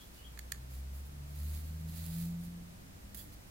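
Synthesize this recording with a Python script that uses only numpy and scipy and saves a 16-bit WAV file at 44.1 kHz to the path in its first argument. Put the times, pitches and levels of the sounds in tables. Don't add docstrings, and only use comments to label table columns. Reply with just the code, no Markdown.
import sys
import numpy as np
from scipy import signal
from scipy.fft import rfft, irfft
from scipy.io import wavfile
from scipy.ndimage import uniform_filter1d

SR = 44100
rng = np.random.default_rng(int(sys.argv[2]) if len(sys.argv) > 2 else 0)


def generate_wav(signal):
    frames = np.transpose(np.atleast_2d(signal))
    scaled = np.clip(frames, -1, 1) * 32767
    pcm = np.round(scaled).astype(np.int16)
    wavfile.write(sys.argv[1], SR, pcm)


N = 154350

# (frequency [Hz], relative density [dB])
TONE_SPECTRUM = [(20, -2.5), (45, -5), (200, -16.5), (640, -20.5), (900, -22.5), (1900, -25), (3000, -28.5),
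                 (10000, -31.5), (13000, -31.5), (16000, -34)]
RUMBLE_SPECTRUM = [(25, -4.5), (60, 6), (110, -2.5), (180, 0), (280, -6.5), (420, -24), (650, -14.5),
                   (1200, -41)]
# (time [s], level [dB])
RUMBLE_DB = [(0, -61), (2.1, -52), (3.5, -58)]
# (frequency [Hz], left-right correlation [-])
BACKGROUND_CORRELATION = [(30, 0.92), (130, 0.89), (220, 0.42), (400, -0.14), (700, -0.38), (1500, -0.41),
                          (16000, 0.058)]
# (time [s], rate [Hz])
FIRING_HZ = [(0, 53.56), (.3, 58.9), (.6, 62.67), (1.0, 68.74), (1.44, 73.73), (1.75, 77.9), (2.22, 84.65),
             (2.4, 85.66), (2.72, 86.16), (2.92, 95.6), (3.2, 99.9), (3.5, 101.6)]
# (time [s], level [dB])
FUNDAMENTAL_DB = [(0, -71), (.25, -51), (.68, -47), (.8, -42), (1.0, -42), (1.1, -48), (1.28, -46.5),
                  (1.46, -36), (1.62, -42), (2.1, -46), (2.4, -54), (2.8, -62), (3.5, -60)]
SECOND_DB = [(0, -77), (.4, -73), (.6, -53), (1.0, -64), (1.22, -50), (1.55, -56), (1.85, -46),
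             (2.0, -47.5), (2.18, -37.5), (2.38, -40), (2.6, -49), (2.85, -64.5), (3.17, -59.5),
             (3.35, -76)]
THIRD_DB = [(0, -78.5), (2.5, -70.5), (2.9, -83), (3.28, -64.5), (3.5, -83)]
# (start [s], length [s], start pitch [Hz], end pitch [Hz], level [dB])
BIRD_NOTES = [(-.02, 0.044, 3450, 3250, -64), (0.152, 0.099, 2866, 2996, -68.5),
              (0.241, 0.022, 3300, 3370, -60.5)]
# (time [s], level [dB])
TUGS = [(3.05, -45), (3.17, -44.5)]
# (frequency [Hz], level [dB])
RUBBED_MODES = [(1820, -71), (3350, -63.5), (4750, -66.5), (7150, -66.5)]
# (time [s], gain [dB], treble tilt [dB/octave])
CONTACTS = [(0.374, -7, -5), (0.3902, -8, 0.5), (0.5198, 2.5, 0.4), (0.5446, -10, -6)]
# (frequency [Hz], relative level [dB])
STRUCK_MODES = [(1200, -6.5), (1780, 7), (2040, -1), (2466, -6), (3480, 0), (4250, 4.5), (4500, 4),
                (6480, 4), (6880, 7), (8300, 0)]
# (frequency [Hz], relative density [dB])
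CHATTER_SPECTRUM = [(900, -26), (1350, 4.5), (5400, -2.5), (10000, 2), (16000, 1.5)]
# (start [s], length [s], level [dB], rise [dB], body re sheen [dB])
YARN_STROKES = [(0.0, 0.08, -63.5, -9, 8.5), (0.133, 0.059, -61.5, 0, 7.5), (0.702, 0.08, -58, 0, 1.5),
                (0.936, 0.058, -56, -4, -7), (1.055, 0.021, -59.5, 0, -7), (1.253, 0.12, -62.5, 6, 2.5),
                (1.354, 0.22, -53.5, 5.5, 2.5), (1.638, 0.065, -59, 0, 4.5), (1.724, 0.15, -63, -1, 3),
                (1.87, 0.067, -56, 4, 5), (1.947, 0.12, -49.5, 0, 3.5), (2.087, 0.13, -49.5, 4.5, 2),
                (2.25, 0.034, -60, -15, 0.5), (2.386, 0.069, -59.5, 7, 0.5), (3.161, 0.058, -47.5, -3, -5),
                (3.32, 0.021, -57.5, 2, 3.5)]
# (time [s], level [dB], decay [s], body re sheen [dB])
FIBRE_SNAGS = [(2.041, -44, .004, 1), (2.0643, -37.5, 0.0024, -7), (3.146, -37.5, 0.0067, -0.5),
               (3.171, -43, 0.0092, -8)]
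# (frequency [Hz], relative density [dB])
YARN_SPECTRUM = [(900, -13.5), (2050, -6), (3100, -7.5), (4150, -2.5), (4900, -3.5), (5600, -9), (7300, -2),
                 (9100, -5.5), (10350, 2), (11100, 1), (12400, -0.5), (14400, 1), (16000, 0)]
# (frequency [Hz], left minus right [dB])
YARN_PAN_DB = [(1500, 2.5), (4500, -2.5), (9000, -4), (15000, -10)]

YARN_CORRELATION = 0.051
LOW_CUT_HZ, TOP_HZ = 28, 15800


def undb(db):
    return 10 ** (np.asarray(db) / 20)


def times():
    return np.arange(N) / SR


def curve(points):
    return np.interp(times(), *np.array(points).T)


def per_bin(points):
    hz, value = np.array(points).T
    return np.interp(np.log(np.arange(N // 2 + 1) * SR / N + 1), np.log(hz), value)


def unit(x):
    return x / np.sqrt(np.mean(x ** 2))


def colour(x, spectrum):
    return unit(irfft(rfft(x) * undb(per_bin(spectrum)), N))


def pan(db):
    return undb(np.array([[1], [-1]]) * db / 2)


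def stereo(pair, correlation, pan_db):
    mid, side = rfft(pair)
    channels = mid * np.sqrt(1 + correlation) + np.array([[1], [-1]]) * side * np.sqrt(1 - correlation)
    return irfft(channels * pan(pan_db), N)


def wander(rate_hz):
    hold = max(int(SR / rate_hz), 1)
    steps = rng.standard_normal(N)[np.arange(N) // hold]
    return unit(uniform_filter1d(uniform_filter1d(steps, hold), hold))


def room(x, wet_db, t60_s=.27):
    t = times()
    tail = rng.standard_normal((2, N)) * np.exp(-np.log(1000) * t / t60_s) * np.minimum(t / 0.0026, 1)
    tail /= np.sqrt(np.sum(tail ** 2) / 2)
    return x + undb(wet_db) * signal.fftconvolve(x, tail, axes=1)[:, :N]


def background(tone_db=-54.5):
    correlation = per_bin(BACKGROUND_CORRELATION)
    tone = colour(stereo(rng.standard_normal((2, N)), correlation, pan_db=-0.4), TONE_SPECTRUM)
    road_noise = stereo(rng.standard_normal((2, N)), correlation, pan_db=0)
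    road = colour(road_noise, RUMBLE_SPECTRUM + [(TOP_HZ, -90)])
    return undb(tone_db) * tone + undb(curve(RUMBLE_DB)) * road


def engine(waver_db=0.57, lope_re_rumble_db=-6):
    firing_hz = curve(FIRING_HZ) * (1 + 0.0028 * wander(12))
    phase = 2 * np.pi * np.cumsum(firing_hz) / SR
    hum = sum(undb(curve(levels) + waver_db * wander(13)) * np.sin(harmonic * phase)
              for harmonic, levels in enumerate((FUNDAMENTAL_DB, SECOND_DB, THIRD_DB), 1))
    lope = undb(curve(RUMBLE_DB) + lope_re_rumble_db + 2.4 * wander(6.1)) * np.sin(phase / 2)
    return np.sqrt(2) * (hum + lope)


def bird(pitch_waver=0.028):
    t, notes = times(), 0
    for start_s, length_s, from_hz, to_hz, db in BIRD_NOTES:
        progress = np.clip((t - start_s) / length_s, 0, 1)
        hz = (from_hz + (to_hz - from_hz) * progress) * (1 + pitch_waver * wander(900))
        swell = undb(db) * np.sqrt(2) * np.sin(np.pi * progress)
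        notes += swell * np.sin(2 * np.pi * np.cumsum(hz) / SR)
    return notes * pan(db=2.5)


def hand_tugs(thump_hz=58, half_width_s=.028):
    t, thumps = times(), 0
    for time_s, db in TUGS:
        swell = undb(db) * np.exp(-((t - time_s) / half_width_s) ** 2)
        thumps += swell * np.sin(2 * np.pi * (thump_hz * t + rng.random()))
    return thumps


def hook_squeak(start_s=3.165, length_s=0.062, bandwidth_hz=110):
    swell = np.sin(np.pi * np.clip((times() - start_s) / length_s, 0, 1))
    drag = rng.standard_normal((2, N))
    ring = sum(undb(db) * unit(signal.lfilter(*signal.iirpeak(hz, hz / bandwidth_hz, fs=SR), drag))
               for hz, db in RUBBED_MODES)
    return swell * stereo(ring, YARN_CORRELATION, per_bin(YARN_PAN_DB))


def hook_clicks():
    snap_gain, chatter_gain, ring_db = undb(-18), undb(-38), -42
    chatter_hold_s, chatter_decay_s = .003, .0015
    ring_build_s, lowest_t60_s, damping_exponent = 0.0029, .014, .8
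    lowest_hz = STRUCK_MODES[0][0]
    octaves = np.log2(np.maximum(np.arange(N // 2 + 1) * SR / N / lowest_hz, 1))
    age_s = times()[:SR // 10]
    free_s = np.maximum(age_s - chatter_hold_s, 0)
    clicks = np.zeros((2, N))
    for start_s, db, tilt_db in CONTACTS:
        ring = 0
        for hz, mode_db in STRUCK_MODES:
            t60_s = lowest_t60_s * (lowest_hz / hz) ** damping_exponent
            envelope = undb(ring_db + mode_db - 60 * free_s / t60_s)
            ring += envelope * np.sin(2 * np.pi * (hz * age_s + rng.random((2, 1))))
        chatter = colour(rng.standard_normal((2, N)), CHATTER_SPECTRUM)[:, :len(age_s)]
        chatter *= np.exp(-free_s / chatter_decay_s)
        hit = ring * (1 - np.exp(-age_s / ring_build_s)) + chatter_gain * chatter
        hit[:, :2] += snap_gain * np.array([.5, -.5])
        placed = np.roll(np.pad(hit, ((0, 0), (0, N - len(age_s)))), int(start_s * SR), axis=1)
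        clicks += irfft(rfft(placed) * undb(db + tilt_db * octaves), N)
    return clicks * pan(db=-6)


def fibre_friction(slips_per_s=2200, spread_db=3.0, slip_share=.4):
    slips = (rng.random((2, N)) < slips_per_s / SR) * rng.standard_normal((2, N))
    slips *= undb(spread_db * np.minimum(rng.exponential(size=(2, N)), 4))
    friction = np.sqrt(slip_share) * unit(slips) + np.sqrt(1 - slip_share) * rng.standard_normal((2, N))
    return colour(stereo(friction, YARN_CORRELATION, per_bin(YARN_PAN_DB)), YARN_SPECTRUM)


def yarn_rub(max_attack_s=0.031, max_release_s=0.062, crossover_hz=6300, flicker_db=0.5):
    t, forces = times(), []
    for start_s, length_s, db, rise_db, body_db in YARN_STROKES:
        age_s = t - start_s
        progress = np.clip(age_s / length_s, 0, 1)
        attack = np.clip(age_s / min(max_attack_s, 0.52 * length_s) + .5, 0, 1)
        release = np.exp(-np.maximum(age_s - length_s, 0) / min(max_release_s, length_s / 2))
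        forces.append((attack * release * undb(db + rise_db * (progress - .5)), body_db))
    for start_s, db, decay_s, body_db in FIBRE_SNAGS:
        decay = (t >= start_s) * np.exp(-np.abs(t - start_s) / decay_s)
        forces.append((decay * undb(db), body_db))
    sheen_power = sum(force ** 2 for force, _ in forces)
    body_power = sum((force * undb(body_db)) ** 2 for force, body_db in forces)
    friction = fibre_friction()
    body = signal.sosfiltfilt(signal.butter(2, crossover_hz, fs=SR, output="sos"), friction)
    sheen = friction - body
    return (body * np.sqrt(body_power) + sheen * np.sqrt(sheen_power)) * undb(flicker_db * wander(70))


def scene():
    yarn = room(yarn_rub() + hook_squeak(), wet_db=-10)
    handwork = yarn + room(hook_clicks(), wet_db=-13.5) + hand_tugs()
    return handwork + room(bird(), wet_db=6) + engine() + background()


def record(dry):
    thinned = signal.sosfilt(signal.butter(1, LOW_CUT_HZ, "high", fs=SR, output="sos"), dry)
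    return signal.sosfilt(signal.ellip(10, .2, 80, TOP_HZ, fs=SR, output="sos"), thinned)


dry = scene()
out = record(dry)
generate_wav(out)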